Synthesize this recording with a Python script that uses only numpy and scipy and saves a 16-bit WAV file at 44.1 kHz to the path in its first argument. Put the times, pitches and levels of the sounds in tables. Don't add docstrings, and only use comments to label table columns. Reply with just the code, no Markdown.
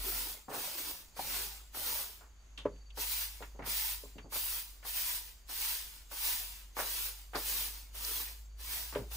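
import sys
import numpy as np
from scipy import signal
from scipy.fft import rfft, irfft, next_fast_len
from scipy.io import wavfile
from scipy.ndimage import uniform_filter1d, map_coordinates

SR = 44100
rng = np.random.default_rng(int(sys.argv[2]) if len(sys.argv) > 2 else 0)


def digitize_waveform(pressure):
    field = np.atleast_2d(pressure).T
    bounded = np.clip(field, -1, 1)
    quanta = np.round(bounded * 32767).astype(np.int16)
    wavfile.write(sys.argv[1], SR, quanta)


N = 403956

TOUCH_S, SETTLE_S, PRESS_S = 0.055, 0.0073, 0.14
SAG_DB, LIFT_S = 1.37, 0.077
TRAIL_DB_PER_S, LEAVE_S, OFF_DB = 57, 0.33, -54
SLAP_AFTER_S, SLAP_WIDTH_S = 0.046, 0.034
TIPS_GROW = 1.2

# landing in seconds, scratch level in dB, fine tips over the scratch in dB,
# how much lighter it is at first in dB, lift after so many seconds, how much lighter once lifted in dB,
# trailing time in seconds, slap relative to the scratch in dB, landing thump level in dB.
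BROOM_STROKES = [(-0.05, -44, 5.5, 11, 0.19, 1, .1, -15, -60), (0.495, -58, 2, 0.5, 0.18, 6, .02, -10, -57),
                 (0.534, -46, 3.5, 2.5, 0.14, 4.5, .02, -17, -49),
                 (0.775, -47.5, 4, -0.5, 0.13, 9, 0.022, -14, -62),
                 (1.165, -43.5, 3.0, 11, 0.27, 9.5, 0.063, -8.5, -50.5),
                 (1.744, -44.6, 5.5, 5.9, 0.27, 9.5, 0.017, -10, -49),
                 (2.972, -42.5, 4.5, 8.5, 0.26, 13, .11, -2.5, -54),
                 (3.66, -42.5, 5, 4, 0.26, 14, 0.048, -4.5, -52),
                 (4.322, -44.5, 6, 3, 0.27, 14, 0.047, -3.5, -47),
                 (4.849, -44.0, 5.5, 10, 0.31, 11, 0.047, -4.5, -49),
                 (5.49, -42.5, 4.5, 8, 0.27, 9.5, 0.15, -15, -52.5),
                 (6.113, -41, 5, 11.5, 0.22, 6.6, 0.18, -16, -50),
                 (6.766, -43.5, 4.2, 8.5, 0.3, 12.5, 0.073, -1, -40),
                 (7.346, -43, 5, 14, 0.31, 10.5, 0.065, -5.5, -36),
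                 (7.945, -44.5, 5, 9, 0.27, 9, 0.022, -21, -57.5),
                 (8.59, -44.0, 4.1, 15, 0.2, 8, .13, -14.5, -67),
                 (9.11, -43.5, 4.5, 10, 0.29, 17.5, .1, -13, -55)]


def strokes():
    scratch, tips = np.full((2, N), 1e-14)
    for s, db, tips_db, light_db, hold_s, lifted_db, trail_s, slap_db, _ in BROOM_STROKES:
        t = np.arange(N) / SR - s
        lifted_s = hold_s + LIFT_S
        trailed_s = lifted_s + trail_s
        # seconds from the landing, dB
        shape = [(-TOUCH_S, OFF_DB),
                 (SETTLE_S, -light_db),
                 (PRESS_S, 0),
                 (hold_s, -SAG_DB),
                 (lifted_s, -lifted_db),
                 (trailed_s, -lifted_db - TRAIL_DB_PER_S * trail_s),
                 (trailed_s + LEAVE_S, OFF_DB)]
        drag = amp(np.interp(t, *np.transpose(shape), left=-np.inf, right=-np.inf))
        slap = amp(slap_db) * np.exp(-((t - SLAP_AFTER_S) / SLAP_WIDTH_S) ** 2)
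        effort = drag ** 2 + slap ** 2
        scratch += amp(db) ** 2 * effort
        tips += amp(db + tips_db) ** 2 * effort ** TIPS_GROW
    return 10 * np.log10(scratch), 10 * np.log10(tips)


# frequency in Hz, relative strength per Hz in dB.
SCRATCH_COLOUR = [(90, -36), (200, -26), (350, -18), (650, -13.5), (800, -9.5), (930, -1.5), (1150, -6.5),
                  (1600, -4), (2700, 0.5), (4800, 2), (7200, -3), (9000, -0.5), (12000, -16.5)]
# frequency in Hz, relative strength per Hz in dB.
TIPS_COLOUR = [(3000, -38), (7200, -19.5), (8500, -9), (9800, -7.5), (11700, -8.5), (12500, -7),
               (13200, -6), (14400, 0.5), (15300, 0)]
# frequency in Hz, relative strength per Hz in dB.
HOLLOW_COLOUR = [(90, -10), (200, -4.5), (400, 0), (900, 2), (1400, -2.5), (2600, -29)]
# time in seconds, relative level in dB.
SWISH_COURSE = [(0, -52.5), (2, -54.5), (3.1, -67.5), (4.5, -80), (6.3, -67), (8, -59), (9.16, -61)]


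def broom(scratch_db, tips_db):
    pressure = amp(scratch_db - scratch_db.max())
    rate = 3000 + 6000 * pressure
    chatter = amp(0.29 * wobble(70) + 0.58 * wobble(22))

    scratch_slips = twig_slips(rate, spread_db=4.0, dust=1.0, patch_db=3.0)
    scratch = amp(scratch_db + 3.5) * coloured(scratch_slips, SCRATCH_COLOUR)

    tip_slips = twig_slips(rate, spread_db=3.0, dust=1.4, patch_db=3.5)
    tips = amp(tips_db + 7.0) * coloured(tip_slips, TIPS_COLOUR)

    stem_slips = twig_slips(rate / 20, spread_db=2.5, dust=0.96, patch_db=5)
    swish_level = amp(curves(SWISH_COURSE)[0] + 4) * pressure
    swish = swish_level * coloured(stem_slips, HOLLOW_COLOUR)
    return chatter * (scratch + tips + nook(swish))


def twig_slips(rate, spread_db, dust, patch_db):
    happens = rng.random(N) < rate / SR
    sizes = happens * amp(spread_db * rng.random(N)) / np.sqrt(rate)
    slips = unit(sizes * rng.uniform(-1.0, 1, (2, N)))
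    slips = slips + dust * rng.standard_normal((2, N))
    z = signal.stft(slips, nperseg=1024)[2]
    patches = uniform_filter1d(rng.standard_normal(z.shape), size=2, axis=1)
    patches = uniform_filter1d(patches, size=6, axis=2)
    return signal.istft(z * amp(patch_db * unit(patches)), nperseg=1024)[1][:, :N]


# pitch in Hz, level relative to the scratch in dB.
LINGERING_TONES = [(7120, -29), (7540, -26.5)]


def aftertones(scratch_db, lag_s=0.21):
    late_db = np.interp(np.arange(N) - lag_s * SR, np.arange(N), scratch_db)
    tones = np.zeros(N)
    for hz, db in LINGERING_TONES:
        tones += amp(late_db + db + 1.0 * wobble(5.8)) * insect(hz, waver_hz=40)
    return tones


# start in seconds, level in dB, ring length relative to the wood's own.
WOOD_KNOCKS = [(2.653, -21, 0.85), (4.033, -43.5, .7), (8.955, -24.5, 1.5)]
# pitch in Hz, typical level in dB, time to fade by 60 dB in seconds.
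WOOD_TONES = [(291, -3.5, 0.031), (411.5, 3, 0.081), (491, 2, 0.043), (580, 2, 0.042), (674, -9.5, 0.058),
              (883, -10.5, 0.061), (995, -7, 0.083), (1410, -25, 0.049)]


def knocks(contact_s=0.01):
    track, t = np.zeros(N), np.arange(SR // 4) / SR
    free = np.maximum(t - contact_s, 0)
    for s, db, length in WOOD_KNOCKS:
        ring = np.zeros(len(t))
        for k, (hz, level, t60) in enumerate(WOOD_TONES):
            fade = amp(level + rng.normal(0, 1) - 60 * free / (length * t60))
            ring += (-1) ** k * fade * np.sin(2 * np.pi * hz * t)
        rub_noise = rng.standard_normal(len(t)) * amp(-60 * free / 0.095)
        rub = filtered(rub_noise, lambda f: resonance(f, 1110, 700) ** 2)
        onset = 1 - np.exp(-t / 0.00066)
        blow = (ring + 1.4 * rub) * onset
        add(track, s, amp(db + 2.0) * blow / np.abs(blow).max())
    return np.array([track, track])


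THUMP_HZ, THUMP_T60_S = 875, 0.19
THUD_HZ, THUD_T60_S = 152, 0.24
KNOCK_THUD_DB = -26
SNAP_DB, SNAP_RATIO = -14, 2.1

# start in seconds, level in dB, centre pitch in Hz,
# time to fade by 60 dB in seconds, level of the deep thud in dB.
GROUND_SCUFFS = [(0.481, -43, 545, 0.22, -55.5), (0.512, -44.5, 820, 0.24, -63),
                 (0.540, -41.5, 560, 0.25, -64), (1.190, -44.5, 380, 0.073, -71),
                 (1.769, -46, 400, 0.054, -63), (2.208, -58.5, 907, 0.33, -77),
                 (2.578, -55, 1200, 0.24, -62), (2.972, -44, 597, 0.12, -67),
                 (3.404, -46.5, 421, 0.14, -65), (3.423, -45, 1430, 0.15, -70),
                 (3.546, -57.5, 420, 0.14, -68), (3.590, -42.5, 486, 0.14, -65),
                 (3.622, -49, 1100, 0.57, -53), (3.672, -43.5, 606, 0.037, -58),
                 (4.05, -59, 500, 0.18, -63), (4.155, -55, 256, 0.26, -54.5),
                 (4.182, -52.5, 1400, 0.15, -62), (4.243, -56, 422, 0.19, -56), (4.355, -45, 850, .13, -60),
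                 (4.827, -53, 1307, .11, -76), (6.788, -35.5, 910, 0.24, -76),
                 (7.333, -44, 1110, 0.14, -78.5), (7.355, -37, 540, 0.14, -74),
                 (8.925, -48, 885, 0.27, -58), (8.949, -42.5, 1480, 0.19, -59.5),
                 (8.984, -45.5, 330, 0.23, -50)]
# start in seconds, level in dB, pitch in Hz,
# time to fade by 60 dB in seconds.
TWIG_TICKS = [(1.191, -33.5, 790, 0.071), (2.575, -45, 3200, 0.19), (2.760, -67, 3000, 0.068),
              (2.903, -52.5, 3060, 0.049), (3.591, -54, 1920, 0.12), (3.620, -50, 1960, 0.053),
              (4.181, -53, 2790, .1), (6.857, -43, 4460, 0.044), (7.353, -37, 4330, 0.077),
              (8.048, -27, 5220, 0.015), (8.199, -47, 1100, .045), (8.274, -48, 1886, 0.046)]


def scuffs():
    thumps = [(max(s, 0), db, THUMP_HZ, THUMP_T60_S) for s, *_, db in BROOM_STROKES]
    rubs = [(s, db, hz, t60) for s, db, hz, t60, _ in GROUND_SCUFFS]
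    scuff_thuds = [(s, db, THUD_HZ, THUD_T60_S) for s, *_, db in GROUND_SCUFFS]
    knock_thuds = [(s, db + KNOCK_THUD_DB, THUD_HZ, THUD_T60_S) for s, db, _ in WOOD_KNOCKS]
    snaps = [(s, db + SNAP_DB, hz * SNAP_RATIO, t60) for s, db, hz, t60 in TWIG_TICKS]

    dull = nook(clusters(thumps + rubs + scuff_thuds + knock_thuds, breadth=2.37))
    sharp = clusters(TWIG_TICKS, breadth=0.39) + clusters(snaps, breadth=0.7)
    return amp(-0.5) * dull + sharp


def clusters(table, breadth):
    track, t = np.zeros((2, N)), np.arange(SR // 4) / SR
    for s, db, hz, t60 in table:
        grains = rng.random(len(t)) < 1400 / SR
        impacts = rng.standard_normal((2, len(t))) * (0.49 + grains * 2)
        fade = amp(-60 * t / t60) * (1 - np.exp(-t / 0.001))

        def body(f):
            return resonance(f, hz, breadth * hz) ** 2 / (1 + (f / (3.0 * hz)) ** 4)

        bump = filtered(impacts * fade, body)
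        even = np.sqrt(np.mean(fade ** 2) / np.mean(bump ** 2, axis=1, keepdims=True))
        add(track, s, amp(db + 1.5) * bump * even)
    return stereo(track)


# pitch in Hz, width in Hz, gain as a plain factor.
ROOF_RESONANCES = [(111, 28, 0.87), (280, 53, 0.61), (422, 18, 0.75), (903, 35, 0.52), (1450, 24, 0.62)]


def nook(x):
    def lift(f):
        return 1 + sum(gain * resonance(f, hz, width) for hz, width, gain in ROOF_RESONANCES)
    return filtered(x, lift)


# frequency in Hz, time to fade by 60 dB in seconds.
SHELTER_FADE = [(150, 0.25), (450, 0.27), (2000, 0.17), (12000, 0.035)]


def shelter(x):
    hz, t, z = signal.stft(rng.standard_normal((2, SR // 2)), SR, nperseg=256)
    fade = amp(-60 * t / along(SHELTER_FADE, hz)[:, None])
    tail = signal.istft(z * fade, SR, nperseg=256)[1]
    tail = tail / np.linalg.norm(tail[0])
    return stereo(signal.fftconvolve(x, tail, axes=1)[:, :N])


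# middle of the swell in seconds, level in dB.
CRICKET_SWELLS = [(2.42, -84), (2.72, -78), (2.85, -71), (4.23, -75), (5.42, -77), (7.271, -77),
                  (8.56, -74)]


def cricket(swell_s=0.075, between_db=-83):
    t = np.arange(N) / SR
    strength = np.full(N, amp(between_db))
    for s, db in CRICKET_SWELLS:
        strength += amp(db) * np.exp(-((t - s) / swell_s) ** 2)
    return strength * insect(4590, waver_hz=25)


def insect(hz, waver_hz):
    phase = 2 * np.pi * np.cumsum(hz + waver_hz * wobble(90)) / SR
    return unit(np.sin(phase) * amp(5.3 * wobble(60)))


# frequency in Hz, relative strength per Hz in dB.
AIR_COLOUR = [(25, -0.5), (60, 4), (100, -10.5), (180, -15.5), (500, -22), (1100, -21), (2200, -23.5),
              (4000, -25.5), (5500, -30), (6600, -18.5), (8500, -34), (15000, -38)]


def yard():
    air = amp(-62.5 + wobble(8.7)) * coloured(rng.standard_normal((2, N)), AIR_COLOUR)
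    buzz = amp(-83 + 0.88 * wobble(4.8)) * insect(6380, waver_hz=121.2)
    return air + buzz + cricket()


# time in seconds, pitch in Hz, level in dB.
HUM_COURSE = [(0.0, 45.0, -43), (0.25, 45.3, -52), (0.86, 49.9, -86), (1.02, 47.1, -68),
              (1.35, 47.8, -52.5), (1.5, 51.16, -53.5), (2.17, 50.3, -61), (2.29, 52.3, -59),
              (2.58, 50.8, -51.5), (3.77, 50.6, -50.5), (3.85, 48.3, -51.5), (5.31, 46.17, -57.5),
              (6.5, 46.35, -54), (7.63, 48.2, -50), (8.32, 51.7, -51), (8.62, 51.8, -47), (8.78, 54.5, -53),
              (9.16, 54.4, -44)]


def hum():
    hz, db = curves(HUM_COURSE)
    phase = 2 * np.pi * np.cumsum(hz) / SR
    throb = np.sin(2 * np.pi * np.cumsum(14 + wobble(1.8)) / SR)
    level = amp(db + 1.0 * throb + 0.57 * wobble(14))
    tone = np.sin(phase) + amp(-26.5) * np.sin(2 * phase)
    return level * tone * np.sqrt(2)


# frequency in Hz, likeness (1 the same, 0 unrelated, below 0 opposed).
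LEFT_RIGHT_LIKENESS = [(200, 0.89), (650, 0.84), (1100, 0.61), (1800, 0.32), (4000, -0.11), (6700, 0.74),
                       (8600, -0.051), (10800, 0.75), (14000, 0.21)]


def stereo(pair):
    def mix(f):
        turn = np.arccos(np.clip(along(LEFT_RIGHT_LIKENESS, f), -1, 1)) / 2
        return np.array([np.cos(turn), np.sin(turn)])
    mid, side = filtered(pair, mix)
    return np.array([mid + side, mid - side])


def coloured(pair, spectrum):
    return unit(stereo(filtered(pair, lambda f: amp(along(spectrum, f)))))


def amp(db):
    return 10 ** (np.asarray(db) / 20)


def unit(x):
    return x / np.sqrt(np.mean(x ** 2) + 1e-20)


def along(points, hz):
    f, v = np.transpose(points)
    return np.interp(np.log(hz + 1), np.log(f), v)


def curves(rows):
    s, *cols = np.transpose(rows)
    return [np.interp(np.arange(N) / SR, s, c) for c in cols]


def wobble(rate):
    knots = rng.standard_normal(int(N * rate / SR) + 4)
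    return map_coordinates(knots, [np.arange(N) * rate / SR])


def filtered(x, response):
    n = x.shape[-1]
    m = next_fast_len(n + 8192)
    return irfft(rfft(x, m) * response(np.fft.rfftfreq(m, 1 / SR)), m)[..., :n]


def resonance(f, hz, width):
    return 1j * f * width / (hz * hz - f * f + 1j * f * width)


def add(track, s, sound):
    part = track[..., round(s * SR):][..., :sound.shape[-1]]
    part += sound[..., :part.shape[-1]]


def scene():
    scratch_db, tips_db = strokes()
    sweeping = broom(scratch_db, tips_db) + aftertones(scratch_db)
    bumps = knocks() + scuffs()
    answer = amp(-18.5) * shelter(bumps)
    return sweeping + bumps + answer + yard() + hum()


def record(dry, top_hz=15600):
    return filtered(dry, lambda f: np.clip((top_hz - f) / 200 + 0.5, 0, 1))


dry = scene()
out = record(dry)
digitize_waveform(out)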